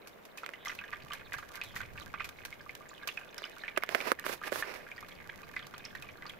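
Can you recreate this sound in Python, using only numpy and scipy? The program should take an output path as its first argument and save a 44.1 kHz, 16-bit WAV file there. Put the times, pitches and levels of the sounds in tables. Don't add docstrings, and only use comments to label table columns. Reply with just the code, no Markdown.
import sys
import numpy as np
from scipy import signal
from scipy.fft import rfft, irfft
from scipy.io import wavfile
from scipy.ndimage import uniform_filter1d, map_coordinates

SR = 44100
rng = np.random.default_rng(int(sys.argv[2]) if len(sys.argv) > 2 else 0)


def unload_wav(signal):
    wavfile.write(
        sys.argv[1],
        SR,
        np.round(np.clip(np.atleast_2d(signal).T, -1, 1) * 32767).astype(np.int16),
    )


N = 282151
TIME = np.arange(N) / SR
TOP_HZ = 15500
RING_HZ = 2310
IMPACT_FALL_S = 0.00068
# f/Hz, level/dB
SPRAY = [(220, -26), (600, -6.5), (1400, -1.5), (3000, -3), (6500, -7), (9000, -15.5), (12000, -8),
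         (16000, -17)]


def plinks():
    # t/s, f/Hz, level/dB
    bubbles = [(0.3815, 2510, -35.5), (0.434, 1336, -30.5), (0.536, 1960, -33.5), (0.6576, 2000, -30),
               (0.6709, 1240, -31), (0.682, 5860, -30.5), (0.696, 1910, -29), (0.716, 1850, -36),
               (0.789, 2610, -28.5), (0.8136, 1670, -35), (0.8388, 1740, -33), (0.93, 1930, -26),
               (1.107, 1240, -35.5), (1.12, 3010, -30.5), (1.136, 1630, -37), (1.322, 1930, -29.5),
               (1.3392, 1610, -26.5), (1.3853, 1265, -34), (1.427, 1270, -38), (1.6146, 2510, -25),
               (1.7633, 1920, -26), (1.8045, 1445, -29.5), (1.816, 1910, -38), (1.977, 2540, -34.5),
               (2.14, 1370, -27), (2.198, 2050, -30), (2.2044, 2520, -29), (2.244, 2430, -32.5),
               (2.5264, 2180, -34), (2.6935, 2160, -31.5), (2.891, 7060, -39), (3.0324, 1600, -36.5),
               (3.088, 2720, -24), (3.1741, 2490, -27), (3.38, 5250, -31.5), (3.44, 2900, -27),
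               (3.452, 5050, -37.5), (3.637, 1740, -28), (3.6804, 2235, -26.5), (3.763, 2600, -30.5),
               (3.824, 2170, -30), (4.004, 2260, -24.5), (4.1893, 1760, -30.5), (4.241, 1660, -30.5),
               (4.4154, 1250, -35), (4.437, 1710, -28.5), (4.472, 1640, -29.5), (4.6247, 1670, -22),
               (4.866, 1530, -39), (4.9158, 2270, -33.5), (4.963, 4600, -44.5), (4.9799, 1900, -33),
               (5.0273, 1250, -36.5), (5.118, 3180, -41), (5.154, 4600, -49), (5.202, 2160, -41),
               (5.293, 1660, -33.5), (5.4324, 2500, -42), (5.5647, 2075, -25), (5.593, 3550, -36),
               (5.627, 3200, -38), (5.7391, 1310, -32.5), (5.852, 5120, -30.5), (5.951, 1820, -30.5),
               (6.0256, 2500, -37.5), (6.0884, 2360, -38), (6.223, 1930, -34.5), (6.2547, 1150, -35.5),
               (6.265, 4440, -36), (6.2965, 3320, -32.5)]
    large, churn, pieces, impacts = np.zeros((2, N)), np.zeros(N), np.zeros(N), np.zeros(N)
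    lead_s, clutch_s, clutch_octaves = 0.003, 0.05, 0.97
    t = TIME[:SR // 4]
    wake = (1 - np.exp(-t / 0.0018)) * np.exp(-t / 0.009)
    for (s, hz, db), bend in zip(bubbles, rng.standard_normal(len(bubbles))):
        plink = undb(db) * ring(hz, bubble_cycles(hz), rise=0.012 + 0.02 * bend)
        add(large, s, plink)
        add(large, s, undb(-1.5) * scatter(plink))
        add(churn, s, undb(db) * wake)
        add(impacts, s, undb(db - 13.5) * np.exp(-t / IMPACT_FALL_S))
        for late, pitch in rng.random(size=(6, 2)):
            piece_hz = np.sqrt(hz * RING_HZ) * 2 ** (clutch_octaves * (pitch - .5))
            piece = ring(piece_hz, bubble_cycles(piece_hz), rise=0.07)
            add(pieces, s - lead_s + clutch_s * late, undb(db - 16.5 - 8 * late) * piece)
    foam = swarm(rate=900, centre_hz=2143, octaves=1.0, cycles=4.2, spread_db=4.5)
    smacks = impacts * unit(band(rng.standard_normal((2, N)), 1300, 4670))
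    return large + smacks + pieces + scatter(pieces)[:, :N] + churn * undb(-11.5) * foam


def bubble_cycles(hz):
    return 5.57 * min(hz / RING_HZ, 1) ** 0.48


def glugging():
    # t/s, level/dB, swing with each glug/dB
    pour = [(0.3, -61.5, -1.5), (0.65, -53.5, 5), (1.4, -51.5, 3), (2.3, -53, 5.5), (3.6, -53, -3.5),
            (6.3, -55, 0.5)]
    period_s, crest_s = 0.216, 1.365
    level_db, swing_db = curves(pour)
    return level_db + swing_db * np.cos(2 * np.pi * (TIME - crest_s) / period_s)


def trickle(flow_db):
    drips = undb(-16) * swarm(rate=16, centre_hz=3500, octaves=0.8, cycles=4.5, spread_db=2.5)
    middling = undb(-3.5) * swarm(rate=75, centre_hz=1867, octaves=0.7, cycles=2.4, spread_db=2.4)
    strays = drips + middling
    fizz = undb(3 * walk(rate=19) - 12.5) * colour(crackle(rate=350, spread_db=4.5), SPRAY)
    return undb(flow_db) * (fizz + (strays + scatter(strays)[:, :N]) / np.sqrt(2))


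def splashes():
    # t/s, level/dB, 1/e decay/s
    hits = [(0.073, -45.5, 0.011), (0.2523, -47, 0.0075), (0.374, -46, 0.017), (0.6497, -44.5, 0.034),
            (0.751, -46, 0.005), (1.134, -39.5, 0.01), (1.3329, -40, 0.011), (1.382, -46.5, 0.013),
            (1.5554, -37.5, 0.0053), (1.636, -44.5, 0.017), (1.755, -41, 0.024), (2.243, -41, 0.014),
            (2.29, -37.5, 0.0045), (2.451, -37.5, 0.0072), (2.7512, -41.5, 0.0032), (3.0741, -34, 0.0082),
            (3.344, -48, 0.0022), (3.3806, -37.5, 0.0027), (4.196, -33, 0.0015), (5.006, -45, 0.0054),
            (5.086, -47, 0.005), (5.668, -44, 0.0049), (5.78, -44.5, 0.004), (6.023, -44, 0.0062),
            (6.2945, -41.5, 0.004)]
    force = np.zeros(N)
    t = TIME[:SR // 2]
    slap = undb(-8) * np.exp(-t / IMPACT_FALL_S)
    for s, db, fall_s in hits:
        add(force, s, undb(db) * (np.exp(-t / fall_s) + slap))
    spits = unit(undb(2 * walk(rate=300)) * crackle(rate=4000, spread_db=2.5))
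    return colour(force * spits, SPRAY)


def squirts():
    # start t/s, end t/s, first f/Hz, last f/Hz
    glides = [(0.575, 0.676, 3290, 3540), (1.244, 1.28, 4200, 3400), (1.594, 1.767, 4300, 2810)]
    tones = np.zeros(N)
    for start, end, first_hz, last_hz in glides:
        hz = np.linspace(first_hz, last_hz, int((end - start) * SR))
        add(tones, start, np.sqrt(np.hanning(len(hz))) * np.sin(2 * np.pi * np.cumsum(hz) / SR))
    return undb(-55.0) * tones * walk(rate=1000)


def funnel(x):
    # f/Hz, level/dB, cycles to fall by 1/e
    modes = [(1211, 4.5, 9.9), (1650, -2, 7.6), (2552, -2, 9.2)]
    response = np.zeros(N)
    for hz, db, cycles in modes:
        add(response, 0, undb(db) * 2 * hz / (cycles * SR) * ring(hz, cycles))
    return signal.oaconvolve(x, response[None, :SR // 10], axes=1)[:, :N]


def knocks():
    # t/s, level/dB, tick f/Hz, hollow ring level/dB against the tick
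    taps = [(0.463, -13, 2060, -28), (0.491, -17, 1600, -20), (3.4203, -20.5, 1130, -17),
            (3.7739, -5.5, 1030, -28), (3.7765, -1.5, 1790, -16), (3.836, -5.5, 1370, -32),
            (3.891, -8.5, 1970, -17.5), (3.9483, 3, 1740, -30), (3.9521, -7.5, 1380, -8.5),
            (4.013, -15, 3000, -18), (4.072, -12, 1008, -14), (4.1178, 2.5, 1220, -16.5),
            (4.2651, -7.5, 1270, -16.5), (4.295, -17, 900, -7.5), (4.5215, -14, 900, -3.5),
            (4.527, -10.5, 1430, -15.5), (4.5585, -11, 1120, -15.5)]
    # f/Hz, level/dB, cycles to fall by 1/e
    modes = [(385, -4.5, 1.5), (575, 2.5, 1.34), (1490, -9, 4.1)]
    ticks, hollow = np.zeros((2, N))
    for (s, db, hz, hollow_db), grip in zip(taps, rng.random(len(taps))):
        add(ticks, s, undb(db) * ring(hz, cycles=0.52))
        detune = 2 ** (0.41 * (grip - .5))
        for mode_hz, mode_db, cycles in modes:
            add(hollow, s, undb(db + hollow_db + mode_db) * ring(mode_hz * detune, cycles))
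    near = signal.sosfilt(signal.butter(1, 600, "high", fs=SR, output="sos"), ticks) + hollow
    near = signal.sosfilt(signal.butter(3, 310, "high", fs=SR, output="sos"), near)
    near *= 1 + undb(-14) * rng.standard_normal(N)
    far = undb(-10) * np.roll(band(near, 380, 1210), int(0.00036 * SR))
    return np.array([far, near]) + undb(-14.0) * scatter(near)[:, :N] * pan(4.9)


def rubbing():
    # t/s, length/s, body level/dB, hiss level/dB, swell/s, 1/e decay/s
    strokes = [(3.88, 0.18, -39.5, -50.5, 0.036, 0.013), (4.053, 0.058, -33, -44, 0.027, 0.0085),
               (4.243, 0.094, -35.5, -38, 0.023, 0.015), (4.427, 0.052, -39, -45, 0.043, 0.01),
               (4.503, 0.11, -38.5, -39.5, 0.062, 0.015), (4.636, 0.085, -39.5, -53.5, 0.019, 0.015),
               (4.736, 0.018, -41, -52, 0.004, 0.049)]
    # f/Hz, level/dB
    body_spectrum = [(140, -14), (250, -1.5), (380, 5), (1600, 1.5), (2500, 0.5), (3300, -12), (5500, -10),
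                     (9000, -51)]
    hiss_spectrum = [(4000, 1.5), (8500, -5.5), (12000, 0), (16000, -7)]
    grip, slide = np.zeros(N), np.zeros(N)
    for s, length_s, body_db, hiss_db, swell_s, fall_s in strokes:
        swell = np.clip((TIME - s) / swell_s, 0, 1)
        stroke = swell * np.exp(-np.maximum(TIME - s - length_s, 0) / fall_s)
        grip += undb(body_db) * stroke
        slide += undb(hiss_db) * stroke
    body = grip * colour(crackle(rate=3500, spread_db=2.5), body_spectrum)
    hiss = slide * colour(rng.standard_normal((2, N)), hiss_spectrum)
    pressure = undb(2 * walk(rate=70))
    return pressure * (body * [[undb(-11.0)], [1]] + hiss * [[undb(-8.0)], [1]])


def radiator():
    # t/s, level/dB
    burble_levels = [(0.5, -74), (1.0, -58), (1.55, -62.5), (1.85, -50), (2.4, -59), (3.1, -67.5),
                     (4.9, -62.5), (5.4, -58)]
    # t/s, level/dB
    gulp_levels = [(1.04, -45), (1.362, -42), (1.756, -38), (1.944, -41)]
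    burble_db, = curves(burble_levels)
    deep = [swarm(rate=140, centre_hz=106.3, octaves=1.51, cycles=1.5, spread_db=3) for _ in range(2)]
    octaves_per_s = 0.12
    filling = np.cumsum(2 ** (octaves_per_s * TIME))
    burble = np.array([map_coordinates(side, [filling], order=1, mode="wrap") for side in deep])
    wash = unit(band(crackle(rate=900, spread_db=4.5), 372, 692))
    gulps = np.zeros(N)
    for s, db in gulp_levels:
        add(gulps, s, undb(db) * ring(hz=116, cycles=0.76, rise=0.09))
    return undb(burble_db) * burble + gulps + undb(-60.5) * wash


def scatter(sound):
    t = TIME[:SR // 20]
    paths = rng.standard_normal((2, len(t))) * np.exp(-t / 0.0051) * (t > .0015)
    bounced = signal.fftconvolve(sound[None], paths)
    return bounced * np.linalg.norm(sound) / np.linalg.norm(bounced, axis=1, keepdims=True)


def echoes(x, t60, delay, top_hz):
    t = np.arange(int(t60 * SR)) / SR
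    decay = np.exp(-np.log(1000) * t / t60) * (t > delay)
    response = band(rng.standard_normal((len(t), 2)).T, 66, top_hz) * decay
    response *= np.sqrt(2 * top_hz / SR) / np.linalg.norm(response, axis=1, keepdims=True)
    return signal.fftconvolve(x, response, axes=1)[:, :N]


def garage():
    # f/Hz, level/dB
    spectrum = [(20, -24), (110, -10.5), (200, -2.5), (550, -5.5), (1400, -9.5), (2500, -14), (5000, -29.5),
                (9000, -34.5), (13000, -26)]
    return undb(-57) * colour(rng.standard_normal((2, N)), spectrum)


def ring(hz, cycles, rise=0):
    turns = np.arange(int(2 * np.pi * cycles / hz * SR)) * hz / SR
    age = turns / cycles
    swell = 1 - np.exp(-turns / (0.09 * np.sqrt(cycles)))
    return swell * np.exp(-age) * np.sin(2 * np.pi * turns * (1 + rise * age / 2))


def swarm(rate, centre_hz, octaves, cycles, spread_db):
    out = np.zeros(N)
    for when, size, shape, strength in rng.random((int(rate * N / SR), 4)):
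        hz = min(centre_hz * 2 ** (octaves * (size - shape)), TOP_HZ)
        gain = undb(-spread_db * np.log(strength + .02))
        add(out, when * N / SR, gain * ring(hz, cycles, rise=.02))
    return unit(out)


def crackle(rate, spread_db):
    shape = (2, N)
    sizes = undb(spread_db * np.minimum(rng.exponential(size=shape), 5))
    return unit((rng.random(shape) < rate / SR) * sizes * rng.choice([-1, 1], shape))


def walk(rate):
    k = int(SR / rate)
    return unit(uniform_filter1d(np.repeat(rng.standard_normal(N // k + 1), k), k)[:N])


def colour(x, points):
    size = 1024
    hz, db = np.transpose(points)
    bin_hz = np.arange(size // 2 + 1) * SR / size
    log_gain = np.interp(np.log(bin_hz + 1), np.log(hz), np.log(undb(db)))
    causal_fold = np.r_[1, np.full(size // 2 - 1, 2), np.zeros(size // 2)]
    response = irfft(np.exp(rfft(irfft(log_gain) * causal_fold)))
    return signal.oaconvolve(np.atleast_2d(x), response[None] / np.linalg.norm(response), axes=1)[:, :N]


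def band(x, low_hz, high_hz):
    edges_hz = [low_hz, min(high_hz, SR / 2 - 1)]
    return signal.sosfilt(signal.butter(2, edges_hz, "band", fs=SR, output="sos"), x)


def pan(right_db):
    return undb(np.array([[-right_db], [right_db]]) / 2)


def curves(rows):
    s, *columns = np.transpose(rows)
    return [np.interp(TIME, s, c) for c in columns]


def add(track, s, sound):
    i = max(int(s * SR), 0)
    track[..., i:i + sound.shape[-1]] += sound[..., :max(N - i, 0)]


def undb(db):
    return 10 ** (np.asarray(db) / 20)


def unit(x):
    return x / np.sqrt(np.mean(x ** 2))


def scene():
    liquid = plinks() + trickle(glugging()) + splashes() + squirts()
    liquid = liquid + funnel(liquid)
    room = undb(-14) * echoes(liquid, t60=.35, delay=.006, top_hz=14500)
    hush = garage()
    pour = (liquid + room) * pan(4.2)
    return pour + radiator() + knocks() + rubbing() + hush


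def record(dry):
    return signal.sosfilt(signal.ellip(8, .2, 70, TOP_HZ, fs=SR, output="sos"), dry)


dry = scene()
out = record(dry)
unload_wav(out)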